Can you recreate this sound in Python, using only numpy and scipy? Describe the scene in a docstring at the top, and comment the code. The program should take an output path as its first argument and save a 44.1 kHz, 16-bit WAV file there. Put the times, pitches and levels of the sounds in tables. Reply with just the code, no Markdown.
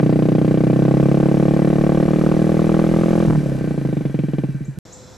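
"""In a yard, before a brick wall, a small single-cylinder motorcycle slowly gathers revs.
Each firing sends a pressure pulse through the resonant pipe and open silencer, and turbulent gas rasps
at the outlet. The throttle shuts, unburnt fuel pops, and the engine sinks to separate putts over its
own clatter and is switched off; a bird chirps. The sound cuts out briefly with a tick and returns as
quiet outdoor air with insects and one more chirp."""
import sys
import numpy as np
from scipy import signal
from scipy.fft import rfft, irfft, next_fast_len
from scipy.io import wavfile
from scipy.ndimage import uniform_filter1d, map_coordinates

SR = 44100
rng = np.random.default_rng(int(sys.argv[2]) if len(sys.argv) > 2 else 0)


def int16_out(signal):
    """Quantize to a 16-bit WAV file."""
    q = np.round(np.clip(np.atleast_2d(signal).T, -1, 1) * 32767)
    wavfile.write(sys.argv[1], SR, q.astype(np.int16))


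N = 228380
T = np.arange(N) / SR
CRUISE_HZ = 35  # reference firing rate for levels and pulse widths
SHUT_S, COAST_S, IDLE_S = 3.262, 3.395, 3.59  # the throttle shuts; the engine coasts; it catches again
PUTTS_S, OFF_S = 3.95, 4.46  # the firings are heard singly; the ignition is switched off

# Harder burns near the top of the climb: start_s, level_db
HARD_BURNS = [(2.082, -22), (2.132, -27), (2.211, -22.5), (2.262, -18.5), (2.315, -20), (2.59, -24),
              (2.691, -23), (2.741, -19.5), (2.791, -21.5), (2.839, -26), (2.938, -26.5), (3.032, -23),
              (3.153, -26), (3.202, -26.5)]
# Separate putts, then soft puffs with the ignition off: time_s, strength_db, width_ms, crack_db
LAST_PULSES = [(3.969, -3, 0.34, -39), (4.009, -6.5, 0.31, -46), (4.053, -4, 0.3, -34),
               (4.097, -13.5, 0.26, -50), (4.144, -3.5, 0.33, -38), (4.19, -3, 0.34, -33.5),
               (4.237, -2, 0.41, -41), (4.285, -5, 0.38, -45), (4.335, -4.5, 0.32, -36.5),
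               (4.384, -4, 0.32, -34.5), (4.437, -5, 0.29, -44), (4.4886, -3, 0.62, -65),
               (4.547, -2, 0.74, -72), (4.609, -3.5, 0.67, -78), (4.683, -0.5, 0.98, -65),
               (4.776, -3, 0.93, -68)]


def exhaust_pulses(start_cycle=.083, hunt_s=.00012, uneven_hz=37.6):
    """A pulse train, one pulse a cycle and wider as the engine slows: times, strengths, widths in ms."""
    # Open throttle, late rich burns, coasting, idle: start_s, strength_db, drift_db_per_s, width_ms
    stages = np.array([(-0.41, -0.29, -0.6, 0.23), (SHUT_S, 4.7, 2, 0.63), (COAST_S, -6, -14, 0.33),
                       (IDLE_S, -6.5, 8.1, 0.24)])
    # Burns that half fail at idle: time_s, loss_db
    misfires = [(3.743, 4.5), (3.814, 5.5), (3.888, 3)]
    cycles = np.cumsum(firing_rate()) / SR + start_cycle
    times = np.interp(np.arange(np.interp(PUTTS_S, T, cycles)), cycles, T)
    times += hunt_s * np.interp(times, T, wobble(7))  # firings drift early and late
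    rate = firing_rate(times)
    start, db, drift, width_ms = stages[np.searchsorted(stages[1:, 0], times)].T
    hard_s, hard_db = np.transpose(HARD_BURNS)
    hardness = per_pulse(times, hard_s, amp(hard_db + 13))  # hard burns are louder and steeper
    db = db + drift * (times - start) + 2.6 * hardness - per_pulse(times, *np.transpose(misfires))
    softening = np.where((rate > uneven_hz) & (times < SHUT_S), 1.18, 1)
    width_ms = width_ms * (CRUISE_HZ / rate) ** 0.55 * softening / (1 + 0.098 * hardness)
    jitter_s, scatter_db, spread = (rng.standard_normal((len(times), 3)) * [.00003, .3, .05]).T
    running = np.transpose([times + jitter_s, db + scatter_db, width_ms * np.exp(.8 * spread)])
    pulses = np.vstack([running, np.array(LAST_PULSES)[:, :3]])
    times, db, width_ms = pulses[np.argsort(pulses[:, 0])].T
    return times, amp(db), np.maximum(width_ms, .04)


def firing_rate(at=T):
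    """The fundamental of the pulse train, in Hz, at the given times."""
    # Engine speed: time_s, firing_hz
    revs = [(0.0, 30.956), (0.573, 31.423), (0.865, 33.65), (1.489, 36.198), (1.883, 36.759),
            (2.518, 39.969), (2.851, 40.647), (3.114, 42.15), (3.24, 41.9), (3.325, 38.8), (3.517, 33.49),
            (3.913, 25.427), (4.141, 21.465), (4.343, 20.085), (4.536, 17.201), (4.78, 9.277)]
    return np.interp(at, *np.transpose(revs))


def gas_heat(times, cold_hz=30.46, hot_hz=46.2):
    """Gas temperature, 0 to 1: it rises with speed under throttle and drops when the throttle shuts."""
    return np.clip((firing_rate(times) - cold_hz) / (hot_hz - cold_hz), 0, 1) * (times < SHUT_S)


def pipe(times, strengths, width_ms, heat_steps=4):
    """Impulse excitation: each blowdown rings pipe and silencer with a response set by its gas heat."""
    def blowdown(ms):
        width = width_ms[:, None]
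        return (ms / width) ** 3 * np.exp(-ms / width) / (6 * width * SR / 1000)  # unit area
    heat = np.clip(gas_heat(times) + .05 * rng.standard_normal(len(times)) * (times < OFF_S), 0, 1)
    starts = times - 3 * width_ms / 1000  # a pulse peaks three widths after its start
    sound = np.zeros(N)
    for step in np.linspace(0, 1, heat_steps):
        share = np.maximum(0, 1 - np.abs(heat - step) * (heat_steps - 1))
        sound += filtered(bursts(starts, strengths * share, blowdown), lambda hz: pipe_response(hz, step))
    return sound


def pipe_response(hz, heat, cone_s=0.002636, header_s=0.0057):
    """Standing waves and reflections from cone and header pass the silencer's air spring and shell."""
    # Modes of pipe and silencer, alternating in sign: pitch_hz, width_hz, level_db
    pipe_modes = [(204.2, 151.5, 40.5), (252.1, 105.7, 48), (270.75, 56.6, 45), (597, 226.1, 51),
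                  (617.7, 270.9, 49.5), (779, 115, 42), (800, 166, 39.5), (1556, 1220, 32)]
    # Modes of the silencer's shell: pitch_hz, width_hz, level_db
    shell_modes = [(323.4, 41, 3.5), (428.4, 16.6, 0), (522, 59, -4.5), (641, 29, -4), (1096, 47, 1.5)]
    spring_hz, damping_hz = 136 - 3 * heat, 12.2 + 42 * heat
    silencer = -hz ** 2 / (spring_hz ** 2 - hz ** 2 + 1j * hz * damping_hz)
    modes = resonances(pipe_modes[::2], hz, 1 + 0.017 * heat)
    modes -= resonances(pipe_modes[1::2], hz, 1 + 0.03 * heat)
    travel = -2j * np.pi * hz / (1 + 0.074 * heat)  # sound runs faster in hot gas
    header_gain = (0.82 + 0.37 * heat) / np.hypot(1, hz / (79 + 40 * heat))
    reflections = 1 + 0.57 * np.exp(travel * cone_s) + header_gain * np.exp(travel * header_s)
    steepening = 1 + 1.03 * (heat - .5) * hz ** 2 / (hz ** 2 + 700 ** 2)  # hot gas sharpens the fronts
    shell = 1 + resonances(shell_modes, hz, 0.951 + 0.11 * heat)
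    return modes * silencer * reflections * steepening * shell


def rasp(times, strengths, width_ms, soft_ms=0.35):
    """Turbulence: gas tears at the outlet after sharp pulses, harder when hot; wide ones leave smoothly."""
    # Spectrum of the outlet jet: frequency_hz, density_db
    jet_spectrum = [(40, -40), (250, -8), (600, 0), (950, -3), (1400, -6.5), (2400, -9), (4000, -20),
                    (6000, -35), (9000, -50), (13000, -60)]
    db = 2 * (gas_heat(times) - 1) + 0.46 * rng.standard_normal(len(times))
    force = strengths * amp(db) / (1 + (width_ms / soft_ms) ** 4)
    return amp(-25) * swells(times, force, rise_ms=1.52, decay_ms=7.36) * rush(jet_spectrum)


def barks(start_hz=1650, end_hz=550, length_ms=10.46):
    """A falling glide: after a hard burn the pipe yelps as the hot slug of gas leaves."""
    def yelp(ms):
        progress = np.clip(ms / length_ms, 0, 1)
        return np.sin(np.pi * progress) * np.sin(phase(start_hz + (end_hz - start_hz) * progress))
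    starts, db = np.transpose(HARD_BURNS)
    return bursts(starts, amp(db - 3), yelp)


def afterfire(edge_ms=0.21, relax_ms=1.0, trip_s=0.006):
    """Shock waves: unburnt fuel flares, giving one front and a harder one after a trip down the pipe."""
    # Pops just after the throttle shuts: time_s, level_db
    pops = [(3.2782, -13), (3.302, -6.5), (3.327, -10), (3.352, -10)]
    times, db = np.transpose(pops)
    shock = lambda ms: np.tanh((ms - 10) / edge_ms) * np.exp(-np.abs(ms - 10) / relax_ms)
    starts = times - .01  # the front lies 10 ms into its shape
    return 0.74 * bursts(starts, amp(db), shock) + bursts(starts + trip_s, amp(db), shock)


def cracks():
    """Damped wall vibration: the sharper putts slap the thin steel pipe."""
    # The steel pipe's ring: pitch_hz, width_hz, level_db
    steel_modes = [(1920, 670, 5), (2340, 750, 6), (3060, 530, -2), (3700, 600, -22)]
    starts, _, _, db = np.transpose(LAST_PULSES)
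    envelope = swells(starts, amp(db), rise_ms=.7, decay_ms=3.8)
    return envelope * noise(lambda hz: np.abs(resonances(steel_modes, hz)) ** 2)


def snaps(times, strengths):
    """Broadband excitation: under throttle every pulse slaps the steel pipe, hardest at lower revs."""
    force = strengths * amp(-40 - 9 * gas_heat(times)) * (times < SHUT_S)
    return swells(times, force, rise_ms=1.2, decay_ms=4) * band_noise(centre_hz=3200, width_hz=3400)


def chuffs(times):
    """Resonant flow noise: while the engine coasts, barely burnt gas huffs hollowly through the pipe."""
    coasting = times[(times > COAST_S) & (times < IDLE_S)]
    envelope = swells(coasting, np.full(len(coasting), amp(-27)), rise_ms=2, decay_ms=11)
    return envelope * band_noise(centre_hz=530, width_hz=170)


def clatter(times, rundown_db_per_s=9):
    """Structure-borne noise: valves and cam chain rattle the covers and hiss, louder with speed."""
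    # Modes of the engine covers and fins: pitch_hz, width_hz, level_db
    cover_modes = [(1100, 44, -4), (1565, 77, 12.5), (1767, 38, 10.5), (1924, 32, 6), (2322, 49, 9.5),
                   (2770, 42, -4), (3900, 74, -1), (5920, 63, -1), (7700, 62, -1.5), (8870, 150, -13),
                   (10420, 160, -7.5), (11600, 81, -10)]
    # Spectrum of the mechanical hiss: frequency_hz, density_db
    hiss_spectrum = [(300, 33.5), (900, 13.5), (2000, 8), (3200, 2.5), (5000, 1.5), (7500, -0.5),
                     (9000, -4.5), (11500, -5), (13300, -41)]
    excess_hz = firing_rate() - CRUISE_HZ
    taps = np.concatenate([times[:-1] + share * np.diff(times) for share in (.3, .62)])  # two a cycle
    ticks = bursts(taps, amp(rng.standard_normal(len(taps))), lambda ms: np.exp(-ms / 0.92))
    cover_db = -47 + 0.28 * excess_hz - rundown_db_per_s * np.maximum(T - OFF_S, 0)
    covers = amp(cover_db) * unit(1 + 0.22 * ticks) * noise(lambda hz: resonances(cover_modes, hz))
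    hiss = amp(-31.5 + .5 * excess_hz) * unit(1 + 0.93 * ticks) * rush(hiss_spectrum)
    return covers + hiss


def rumble(times, strengths):
    """Low-frequency turbulence: gas buffets the air after each pulse."""
    # Spectrum of the buffeting: frequency_hz, density_db
    buffet_spectrum = [(15, 4), (35, -1), (55, 0), (90, 6), (160, 16), (400, -25), (1000, -90)]
    return amp(-28.5) * swells(times, strengths, rise_ms=2, decay_ms=11) * rush(buffet_spectrum)


def throb(times, strengths, db_per_hz=1.7):
    """Forced vibration: intake and frame sound the firing and crank rates, more strongly at speed."""
    angle = phase(firing_rate())
    drive = np.interp(T, times, strengths) ** 0.98 * amp(db_per_hz * (firing_rate() - CRUISE_HZ))
    return drive * (amp(-56) * np.sin(angle) + amp(-54) * np.sin(2 * angle))


def whirr(waver=.03):
    """Meshing tones: gears and chain whirr at multiples of the firing rate."""
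    # Whirring teeth: meshes_per_firing, level_db
    gears = [(88, -64), (150, -62)]
    return sum(amp(db) * np.sin(phase(meshes * firing_rate() * (1 + waver * wobble(400))))
               for meshes, db in gears)


def wall(x, delay_s=0.00592, share=0.33, dull_hz=2980):
    """Comb filtering: the direct sound meets its duller echo from the brick wall a metre behind."""
    return filtered(x, lambda hz: 1 + share * np.exp(-2j * np.pi * hz * delay_s) / np.hypot(1, hz / dull_hz))


def yard(x):
    """Diffuse reverberation: an exponentially decaying tail, different in each channel."""
    # Reverberation time of the yard: frequency_hz, t60_s
    decay_times = [(100, 0.42), (1000, 0.77), (7000, 0.44), (14000, 0.28)]
    hz, t, spectra = signal.stft(rng.standard_normal((2, SR // 2)), SR, nperseg=256)
    tail = signal.istft(spectra * amp(-60 * t / along(decay_times, hz)[:, None]), SR, nperseg=256)[1]
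    delayed = np.pad(x, (400, 0))[None]
    return signal.fftconvolve(delayed, tail / np.linalg.norm(tail[0]), axes=1)[:, :N]


def bird(rise_s=.014, waver_hz=219):
    """Frequency modulation: hoarse chirps slide up, hold their top note and linger in the yard."""
    # The chirps: start_s, level_db, start_hz, end_hz, length_s
    chirps = [(4.645, -48, 5920, 7700, 0.018), (4.922, -37, 5560, 7520, 0.027)]
    song = np.zeros(N)
    for start, db, start_hz, end_hz, length in chirps:
        hz = start_hz + (end_hz - start_hz) * np.clip((T - start) / rise_s, 0, 1) + waver_hz * wobble(830)
        envelope = np.sqrt(np.abs(np.sin(np.pi * np.clip((T - start) / length, 0, 1))))
        song += amp(db) * envelope * np.sin(phase(hz))
    return 0.91 * song + amp(-2.5) * yard(song)


def air():
    """Ambient noise: broadband hiss and distant traffic, with narrow bands for a whine and insects."""
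    # Spectrum of the open air: frequency_hz, density_db
    air_spectrum = [(18, -17), (30, -16), (95, 1), (375, -9.5), (497, -13), (565, -13), (941, -16.5),
                    (1180, -20), (1280, -19.5), (1610, -22), (2970, -31), (3370, -30), (7250, -22),
                    (9120, -41), (13400, -41)]
    # Insect bands: pitch_hz, width_hz, level_db
    insect_bands = [(3480, 260, -0.5), (4000, 280, 0), (5500, 450, 1.5), (7400, 570, -2)]
    whine = band_noise(centre_hz=506, width_hz=33)
    insects = noise(lambda hz: sum(np.abs(resonances([band], hz)) ** 2 for band in insect_bands))
    return amp(-42.5) * rush(air_spectrum) + amp(-52) * whine + amp(-55.5) * insects


def stereo_response(hz):
    """Phase and level differences: a wave reaches two spaced microphone ports unequally."""
    # Phase lead of the left port: frequency_hz, lead_rad
    leads = [(40, 0.59), (150, 0.67), (300, 0.44), (520, 0.83), (780, 0.76), (1030, 0.76), (1640, 0.77)]
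    # Level of left over right: frequency_hz, difference_db
    tilts = [(60, -2.5), (110, -1.5), (200, -.5), (360, 0), (650, .5), (1200, -.5), (4000, 0)]
    sides = np.array([[.5], [-.5]])
    return amp(sides * along(tilts, hz)) * np.exp(1j * sides * along(leads, hz))


def noise(response):
    """Partial coherence: coloured stereo noise of rms 1, mostly alike in both channels."""
    # Likeness of left and right: frequency_hz, correlation
    coherence = [(50, .6), (300, .8), (1500, .75), (4000, .9), (8000, .78), (12000, .99)]
    def mid_and_side(hz):
        angle = np.arccos(np.clip(along(coherence, hz), -1, 1)) / 2
        return response(hz) * np.array([np.cos(angle), np.sin(angle)])
    mid, side = filtered(rng.standard_normal((2, N)), mid_and_side)
    return unit(np.array([mid + side, mid - side]))


def rush(spectrum):
    """Noise shaped by (frequency_hz, density_db) points."""
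    return noise(lambda hz: amp(along(spectrum, hz)))


def band_noise(centre_hz, width_hz):
    """Noise passed twice through one resonator."""
    return noise(lambda hz: resonances([(centre_hz, width_hz, 0)], hz) ** 2)


def resonances(modes, hz, stretch=1):
    """Modal superposition: the summed response of damped resonators, pitches scaled by stretch."""
    return sum(amp(db) * 1j * hz * width / ((pitch * stretch) ** 2 - hz ** 2 + 1j * hz * width)
               for pitch, width, db in modes)


def filtered(x, response):
    """Linear filtering: the spectrum of x times a complex response."""
    size = next_fast_len(N + SR // 2)
    return irfft(rfft(x, size) * response(np.fft.rfftfreq(size, 1 / SR)), size)[..., :N]


def bursts(starts, strengths, shape, samples=4000):
    """Superposition of one shape (of ms since its start) per event, placed between samples."""
    index = np.ceil(starts * SR).astype(int)[:, None] + np.arange(samples)
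    ms = (index / SR - starts[:, None]) * 1000
    events = strengths[:, None] * shape(ms) * (index >= 0)
    return np.bincount(np.maximum(index, 0).ravel(), events.ravel(), N)[:N]


def swells(starts, strengths, rise_ms, decay_ms):
    """An envelope with an exponential rise and decay for each event."""
    return bursts(starts, strengths, lambda ms: (1 - np.exp(-ms / rise_ms)) * np.exp(-ms / decay_ms))


def per_pulse(times, starts, values):
    """Give each event's value to the nearest pulse, and 0 to all others."""
    return np.bincount(np.abs(times - starts[:, None]).argmin(axis=1), values, len(times))


def wobble(rate):
    """A smooth random curve, rate knots a second."""
    return map_coordinates(rng.standard_normal(int(N * rate / SR) + 4), [T * rate])


def phase(hz):
    """Phase in radians, the integral of frequency."""
    return 2 * np.pi * np.cumsum(hz, axis=-1) / SR


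def along(points, hz):
    """Interpolate (frequency_hz, value) points on a log axis."""
    knots_hz, values = np.transpose(points)
    return np.interp(np.log(hz + 1), np.log(knots_hz + 1), values)


def amp(db):
    """Decibels to gain."""
    return 10 ** (np.asarray(db) / 20)


def unit(x):
    """Scale to rms 1."""
    return x / np.sqrt(np.mean(x ** 2) + 1e-20)


def scene(cut_s=4.788, return_s=4.852):
    """Superposition of the sources: the motorcycle, a moment of silence, then open air."""
    times, strengths, width_ms = exhaust_pulses()
    boom, tear = pipe(times, strengths, width_ms), rasp(times, strengths, width_ms)
    scattered = filtered(boom + tear[0], lambda hz: hz ** 2 / (hz ** 2 + 600 ** 2))  # short waves only
    motorcycle = filtered(boom + barks() + afterfire(), stereo_response)
    motorcycle += wall(tear + cracks() + snaps(times, strengths) + chuffs(times))
    motorcycle += amp(-17.5) * yard(scattered)
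    motorcycle += clatter(times) + rumble(times, strengths) + throb(times, strengths) + whirr()
    before, after = uniform_filter1d(1. * np.array([T < cut_s, T > return_s]), size=60)
    tick = amp(-18.5) * (np.arange(N) == round(cut_s * SR))
    return tick + before * motorcycle + after * air() + (before + after) * bird()


def record(dry, top_hz=13500):
    """Soft saturation rounds the highest peaks, and a steep low-pass limits the band."""
    rounded = dry / (1 + np.abs(dry) ** 6) ** (1 / 6)
    return filtered(rounded, lambda hz: 1 / np.hypot(1, (hz / top_hz) ** 40))


dry = scene()
out = record(dry)
int16_out(out)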